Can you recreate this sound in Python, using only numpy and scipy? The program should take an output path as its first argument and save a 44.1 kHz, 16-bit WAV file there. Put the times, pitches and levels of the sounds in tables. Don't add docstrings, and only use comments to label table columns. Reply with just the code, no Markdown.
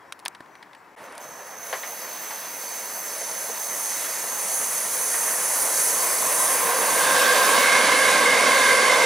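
import sys
import numpy as np
from scipy import signal
from scipy.io import wavfile
from scipy.ndimage import uniform_filter1d

SR = 44100
rng = np.random.default_rng(int(sys.argv[2]) if len(sys.argv) > 2 else 0)


def store_wav(level_fs):
    pcm = np.round(np.clip(np.atleast_2d(level_fs), -1, 1) * 32767)
    wavfile.write(sys.argv[1], SR, pcm.T.astype(np.int16))


N = 399105

SIZE, HOP = 2048, 256
HZ = np.fft.rfftfreq(SIZE, 1 / SR)
FRAME_S = np.arange(N // HOP + 3)[:, None] * HOP / SR
CLEAR_S, ARRIVE_S, UNDER_S = 1.6, 7.174, 7.64
TOUCH_S, SING_S = 1.04, 1.2


def gain_of(db):
    return 10 ** (np.asarray(db) / 20)


def unit_rms(x):
    return x / np.sqrt(np.mean(x ** 2) + 1e-20)


def unit_power(shape, band_hz=(0, 22050)):
    inside = (HZ >= band_hz[0]) & (HZ <= band_hz[1])
    return shape / np.sqrt(np.sum(shape ** 2 * inside, axis=-1, keepdims=True) + 1e-20)


def curve(points):
    hz, value = np.transpose(points)
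    return np.interp(np.log(HZ + 1), np.log(hz + 1), value)


def resonances(modes, hz=HZ):
    peaks = (gain_of(db) / (1 + ((hz - centre) / (.78 * width)) ** 2) for centre, width, db in modes)
    return np.sqrt(sum(peak ** 2 for peak in peaks))


def flicker(frames, bins):
    field = rng.standard_normal((len(FRAME_S), len(HZ)))
    field = uniform_filter1d(field, frames, axis=0, mode="wrap")
    return unit_rms(uniform_filter1d(field, bins, axis=1, mode="wrap"))


def after(moment_s, ramp_s=.09):
    return np.clip((FRAME_S - moment_s) / ramp_s + .5, 0, 1)


def hump(offset, width):
    return .5 ** ((2 * offset / width) ** 2)


def add(mix, start_s, sound):
    part = mix[round(start_s * SR):][:len(sound)]
    part += sound[:len(part)]


def ahead_m(speed_m_per_s=36):
    return speed_m_per_s * np.maximum(ARRIVE_S - FRAME_S, 0)


def nearness(half_m=5.4):
    return half_m / (half_m + ahead_m())


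def stereo_noise(shape, pan_db, spread):
    # freq_hz, coherence
    likeness = [(30, 0.96), (130, 1), (300, .97), (700, 0.88), (1400, 0.91), (3100, 0.95), (6500, 0.94),
                (9000, 0.71), (14000, 1)]
    # freq_hz, level_db
    balance = [(30, 5), (150, 0), (400, 1.5), (2400, 1), (4400, 1.5), (6300, 0), (8200, -0.5), (10500, 1),
               (15000, 2.5)]
    # freq_hz, lead_rad
    lead = [(0, 0), (150, -0.38), (300, 0.19), (700, -0.3), (1500, -0.38), (2200, 0.19), (5500, 0.6),
            (6370, -0.85), (7200, -0.32), (8500, -0.56), (10000, 0)]
    a, b, c, d = rng.standard_normal((4, len(FRAME_S), len(HZ)), dtype=np.float32)
    coherence = np.clip(1 - spread * (1 - curve(likeness)), -1, 1)
    left = a + 1j * b
    right = (coherence * left + np.sqrt(1 - coherence ** 2) * (c + 1j * d)) * np.exp(-1j * curve(lead))
    lean = gain_of((curve(balance) + pan_db) / 2)
    spectra = np.array([left * lean, right / lean]) * shape * np.sqrt(SIZE / HOP) / 2
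    return signal.istft(spectra, nperseg=SIZE, noverlap=SIZE - HOP, time_axis=1, freq_axis=2)[1][:, :N]


def burst(t60_s, centre_hz, colour, octaves):
    t = np.arange(SR // 4) / SR
    gain = colour / (1 + (np.log2((HZ + 1) / centre_hz) / octaves) ** 2) + 1e-4
    log_gain = np.log(np.r_[gain, gain[-2:0:-1]])
    response = np.fft.ifft(np.exp(np.conj(signal.hilbert(log_gain)))).real
    puff = rng.standard_normal(len(t)) * gain_of(-60 * t / t60_s)
    sound = signal.fftconvolve(puff, response[:SIZE // 2])
    return sound / np.sort(abs(sound))[-3:].mean()


def hits(rows, colour, octaves, pan_db):
    out = np.zeros(N)
    for start_s, peak_db, centre_hz, t60_s in rows:
        add(out, start_s, gain_of(peak_db) * burst(t60_s, centre_hz, colour, octaves))
    return out * gain_of([[pan_db / 2], [-pan_db / 2]])


def air():
    # freq_hz, density_db
    spectrum = [(15, -52), (25, -50), (82, -11), (122, -9.5), (160, -5), (313, -1.5), (582, -2), (997, 5.5),
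                (1240, 0), (1900, -3.5), (3630, -21.5), (5730, -22), (15500, -31)]
    shape = gain_of(-48 + 1.2 * flicker(12, 30)) * unit_power(gain_of(curve(spectrum)))
    return stereo_noise(shape, pan_db=2.3 * np.clip(HZ / 450, 0, 1), spread=1.5)


def bird():
    # start_s, length_s, start_hz, end_hz, level_db
    chirps = [(0, .05, 3450, 3150, -66), (.02, 0.17, 5560, 5620, -71), (.46, .19, 6000, 5880, -67),
              (.765, .04, 7500, 8000, -68), (.82, .06, 2500, 2700, -66)]
    out = np.zeros(N)
    for start_s, length_s, start_hz, end_hz, level_db in chirps:
        count = int(length_s * SR)
        waver_hz = 25 * unit_rms(uniform_filter1d(rng.standard_normal(count), size=200))
        pitch_hz = np.linspace(start_hz, end_hz, count) + waver_hz
        whistle = np.sqrt(2) * np.sin(2 * np.pi * np.cumsum(pitch_hz) / SR)
        add(out, start_s, gain_of(level_db) * np.hanning(count) * whistle)
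    return out


def finger_clicks():
    # start_s, peak_db, centre_hz, t60_s
    taps = [(.1235, -20, 4300, 0.023), (.192, -37, 9000, .018), (.199, -38, 8000, .014),
            (.2528, -21, 8000, .012), (.2597, -14.5, 2550, 0.012), (.2655, -31, 2200, .025),
            (.2814, -15, 7000, 0.0073), (.3485, -32.5, 2400, .03), (.4055, -28, 230, 0.026),
            (.4595, -40, 1500, .03), (.5535, -37, 2200, 0.027), (.6265, -34, 2400, 0.04),
            (.732, -39, 2800, .03), (.7495, -36, 2800, 0.025), (1.124, -36, 9000, .015),
            (1.152, -37, 9000, .03), (1.179, -28, 9500, 0.022)]
    # centre_hz, width_hz, level_db
    housing = [(1090, 450, 12), (1810, 400, 9), (3160, 1600, 1), (4900, 1100, -3), (6150, 630, -8.5),
               (9400, 1700, -2.5)]
    return hits(taps, resonances(housing) + gain_of(-17), octaves=1.2, pan_db=1)


def track_knocks():
    # start_s, peak_db, centre_hz, t60_s
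    knocks = [(1.728, -16, 1060, 0.16), (1.831, -24.5, 1700, .17), (2.305, -27, 1100, .15),
              (3.212, -27, 520, .13), (3.494, -25, 480, 0.099), (4.04, -32, 2200, .15),
              (4.24, -24.5, 800, 0.058), (5.14, -20.5, 1200, .1)]
    # freq_hz, density_db
    colour = [(150, -42), (450, 0.5), (950, -3.5), (1400, -10.5), (1900, 0), (3000, -6), (5500, -11),
              (12000, -23)]
    return hits(knocks, gain_of(curve(colour)), octaves=.95, pan_db=2)


def rail_level_db(crest_s, crest_db, growth_db_per_s, bend_db, surge_share, fade_db_per_s=2):
    # peak_s, lift_db
    surges = [(1.99, 0), (2.68, 1.5), (3.26, 2.5), (3.9, 4), (4.56, 4), (5.15, 2), (5.88, 3), (6.44, 4),
              (6.98, 3.5), (7.52, 1.5), (8.06, 2.5), (8.63, 3)]
    rise_db = growth_db_per_s * np.minimum(FRAME_S - crest_s, 0)
    fade_db = fade_db_per_s * np.maximum(FRAME_S - crest_s, 0)
    surge_db = sum(lift_db * hump(FRAME_S - peak_s, .27) for peak_s, lift_db in surges)
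    return crest_db + rise_db - fade_db + bend_db * (1 - after(CLEAR_S)) + surge_share * surge_db


def rail_ring():
    # centre_hz, width_hz, level_db
    modes = [(6100, 290, -20), (6040, 38, -16.5), (6230, 53, 1), (6362, 35, 0), (6370, 37, -11),
             (6170, 310, -6.5)]
    shoulder_db = np.interp(FRAME_S, [3, 4, 5.05, 6], [-19, -1, -2.5, -1.5])
    shoulder = resonances([(6590, 100, 0)]) * gain_of(shoulder_db)
    shape = unit_power(np.hypot(resonances(modes), shoulder))
    level_db = rail_level_db(crest_s=5.5, crest_db=-31.5, growth_db_per_s=2.5, bend_db=-4, surge_share=.9)
    ring = stereo_noise(shape * gain_of(level_db + 1.3 * flicker(12, 8)), pan_db=-6.5, spread=1.3)
    t = np.arange(N) / SR
    touch = .51 * (t > TOUCH_S) * np.exp(-abs(t - TOUCH_S) / .06)
    return ring * (touch + np.clip((t - SING_S) / .012, 0, 1))


def rail_hiss():
    # freq_hz, density_db
    spectrum = [(100, -80), (2500, -58), (5000, -15.5), (7200, -8), (8400, -3.5), (9600, 0.5), (10500, 0),
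                (11400, -5.5), (12500, -13), (15500, -22)]
    level_db = rail_level_db(crest_s=5.5, crest_db=-25, growth_db_per_s=6.5,
                             bend_db=-6.5, surge_share=1.06)
    return unit_power(gain_of(curve(spectrum)), band_hz=(8300, 11500)) * gain_of(level_db)


def rail_sizzle():
    # centre_hz, width_hz, level_db
    modes = [(5430, 200, -5), (7860, 50, 4), (8300, 90, 3), (9750, 35, -2), (10100, 50, 1.5),
             (10230, 45, 12), (10530, 240, 4), (11540, 45, 5), (12430, 150, -4), (13420, 96, 8),
             (13700, 30, 7.5), (13500, 220, -4), (13800, 23, 8), (15300, 140, -1)]
    # freq_hz, density_db
    bed = [(100, -65), (2000, -25), (3400, -8), (4800, 0.5), (7500, -2.5), (9500, -11), (11500, 2.5),
           (12800, -2), (13800, -2), (14200, -2), (15700, -4)]
    lines = resonances(modes) * gain_of(1.5 - 7 * nearness() + 1.5 * flicker(14, 6))
    shape = unit_power(np.hypot(gain_of(curve(bed)), lines), band_hz=(12800, 15500))
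    level_db = rail_level_db(crest_s=6, crest_db=-34, growth_db_per_s=2.5, bend_db=-8.5, surge_share=.08)
    onset = after(SING_S, ramp_s=.02) + .39 * hump(FRAME_S - TOUCH_S, .05)
    return shape * gain_of(level_db - 9 * after(UNDER_S) + 1.17 * flicker(26, 400)) * onset


def rails():
    shape = np.hypot(rail_hiss(), rail_sizzle())
    thicket = np.clip(rng.standard_normal(len(HZ)), -2, 1)
    thicket_db = 1.7 * (1 - .54 * nearness()) * thicket + 1.6 * flicker(40, 4)
    flutter_db = .9 * flicker(12, 25) + .6 * flicker(6, 500)
    return stereo_noise(shape * gain_of(thicket_db + flutter_db), pan_db=-1.5, spread=.43)


def rolling_roar(alongside_db=-27.5, half_amplitude_m=36.1, rough_width_octaves=1.9):
    # freq_hz, density_db
    far_spectrum = [(25, -41), (80, -37), (160, -14.5), (260, -10.5), (350, -10.5), (480, -1.5), (640, 0.5),
                    (780, -2), (950, 0.5), (1400, -4.5), (1900, -2.5), (2900, -12.5), (6000, -21.5),
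                    (15500, -37)]
    # freq_hz, density_db
    near_spectrum = [(25, -54), (80, -28), (160, -13), (270, -2.5), (370, -7.5), (620, 4.5), (850, 1),
                     (1350, -0.5), (1850, -2), (2600, -1), (3300, -3.5), (5500, -6.5), (9000, -9.5),
                     (12000, -32), (15500, -43)]
    # freq_hz, gain_db
    bend_shadow = [(500, -1.2), (1500, -1.9), (3000, -5)]
    # peak_s, length_s, lift_db, centre_hz
    rough_track = [(2.3, 0.55, 5, 4800), (3.25, 0.57, 1.1, 550), (4.051, 0.29, 3.8, 3010),
                   (4.75, .25, 2.5, 2800), (5.35, 0.3, 2.5, 1400), (7.25, 0.18, -0.5, 4000),
                   (8.302, 0.72, 2.8, 250)]
    near = nearness()
    spectrum_db = (1 - near) * curve(far_spectrum) + near * curve(near_spectrum)
    shape = unit_power(gain_of(spectrum_db), band_hz=(150, 900))
    distance_db = 20 * np.log10(1 + ahead_m() / half_amplitude_m)
    level_db = alongside_db - distance_db + curve(bend_shadow) * (1 - after(CLEAR_S))
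    rough_db = sum(db * hump(FRAME_S - s, length_s) * hump(np.log2((HZ + 1) / hz), rough_width_octaves)
                   for s, length_s, db, hz in rough_track)
    flutter_db = 1.5 * flicker(10, 12) + .59 * flicker(7, 600)
    pan_db = (-1.6 - 2.4 * near) * np.clip(HZ / 450, 0, 1)
    return stereo_noise(shape * gain_of(level_db + rough_db + flutter_db), pan_db, spread=.21 + 1.3 * near)


def wheel_howl(catch_db=6.5, throb_s=.48):
    # centre_hz, width_hz, level_db
    harmonics = [(518.5, 56, -5), (1073, 114, -4), (1624, 107, -1), (2145, 123, 0)]
    # centre_hz, width_hz, level_db
    upper = [(2650, 120, -25), (3300, 67, -22), (3720, 140, -15), (4240, 84, -21.5), (4740, 150, -17.5),
             (5800, 220, -21.5)]
    # catch_s, full_s, level_db, growth_db_per_s, throb_db
    swells = [(6.62, 7.6, -25.5, 7.5, .4), (5.97, 7.23, -23.5, 8.5, 0), (6.94, 7.24, -22.5, 13, 0.9),
              (7.6, 7.7, -22.2, 10, 0.4)]
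    # time_s, pitch_ratio
    glide = [(6, 0.96), (7.8, 1), (8.4, 0.99), (9.05, 0.98)]
    hz = HZ / np.interp(FRAME_S, *np.transpose(glide))
    groups = [harmonics[:1], harmonics[1:2], harmonics[2:3] + upper, harmonics[3:]]
    power = 0
    for (catch_s, full_s, full_db, growth_db_per_s, throb_db), bands in zip(swells, groups):
        t = FRAME_S - full_s
        level_db = full_db + growth_db_per_s * np.minimum(t, 0) - catch_db * (1 - after(catch_s))
        level_db += throb_db * np.cos(2 * np.pi * t / throb_s)
        power += (gain_of(level_db) * unit_power(resonances(bands, hz))) ** 2
    return stereo_noise(np.sqrt(power) * gain_of(1.76 * flicker(24, 3)), pan_db=-3, spread=1.34)


def scene(train_start_s=.958):
    train_s = np.arange(N) / SR - train_start_s
    train = (rolling_roar() + wheel_howl() + rail_ring() + rails()) * np.clip(train_s / .026, 0, 1)
    dip = np.clip(abs(train_s) / .003 - 1, .1, 1)
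    return (finger_clicks() + track_knocks() + air() + bird() + train) * dip


def record(dry, cutoff_hz=15780):
    lowpass = signal.firwin(1023, cutoff_hz, window=("kaiser", 9), fs=SR)
    return signal.oaconvolve(dry, lowpass[None], "same")


dry = scene()
out = record(dry)
store_wav(out)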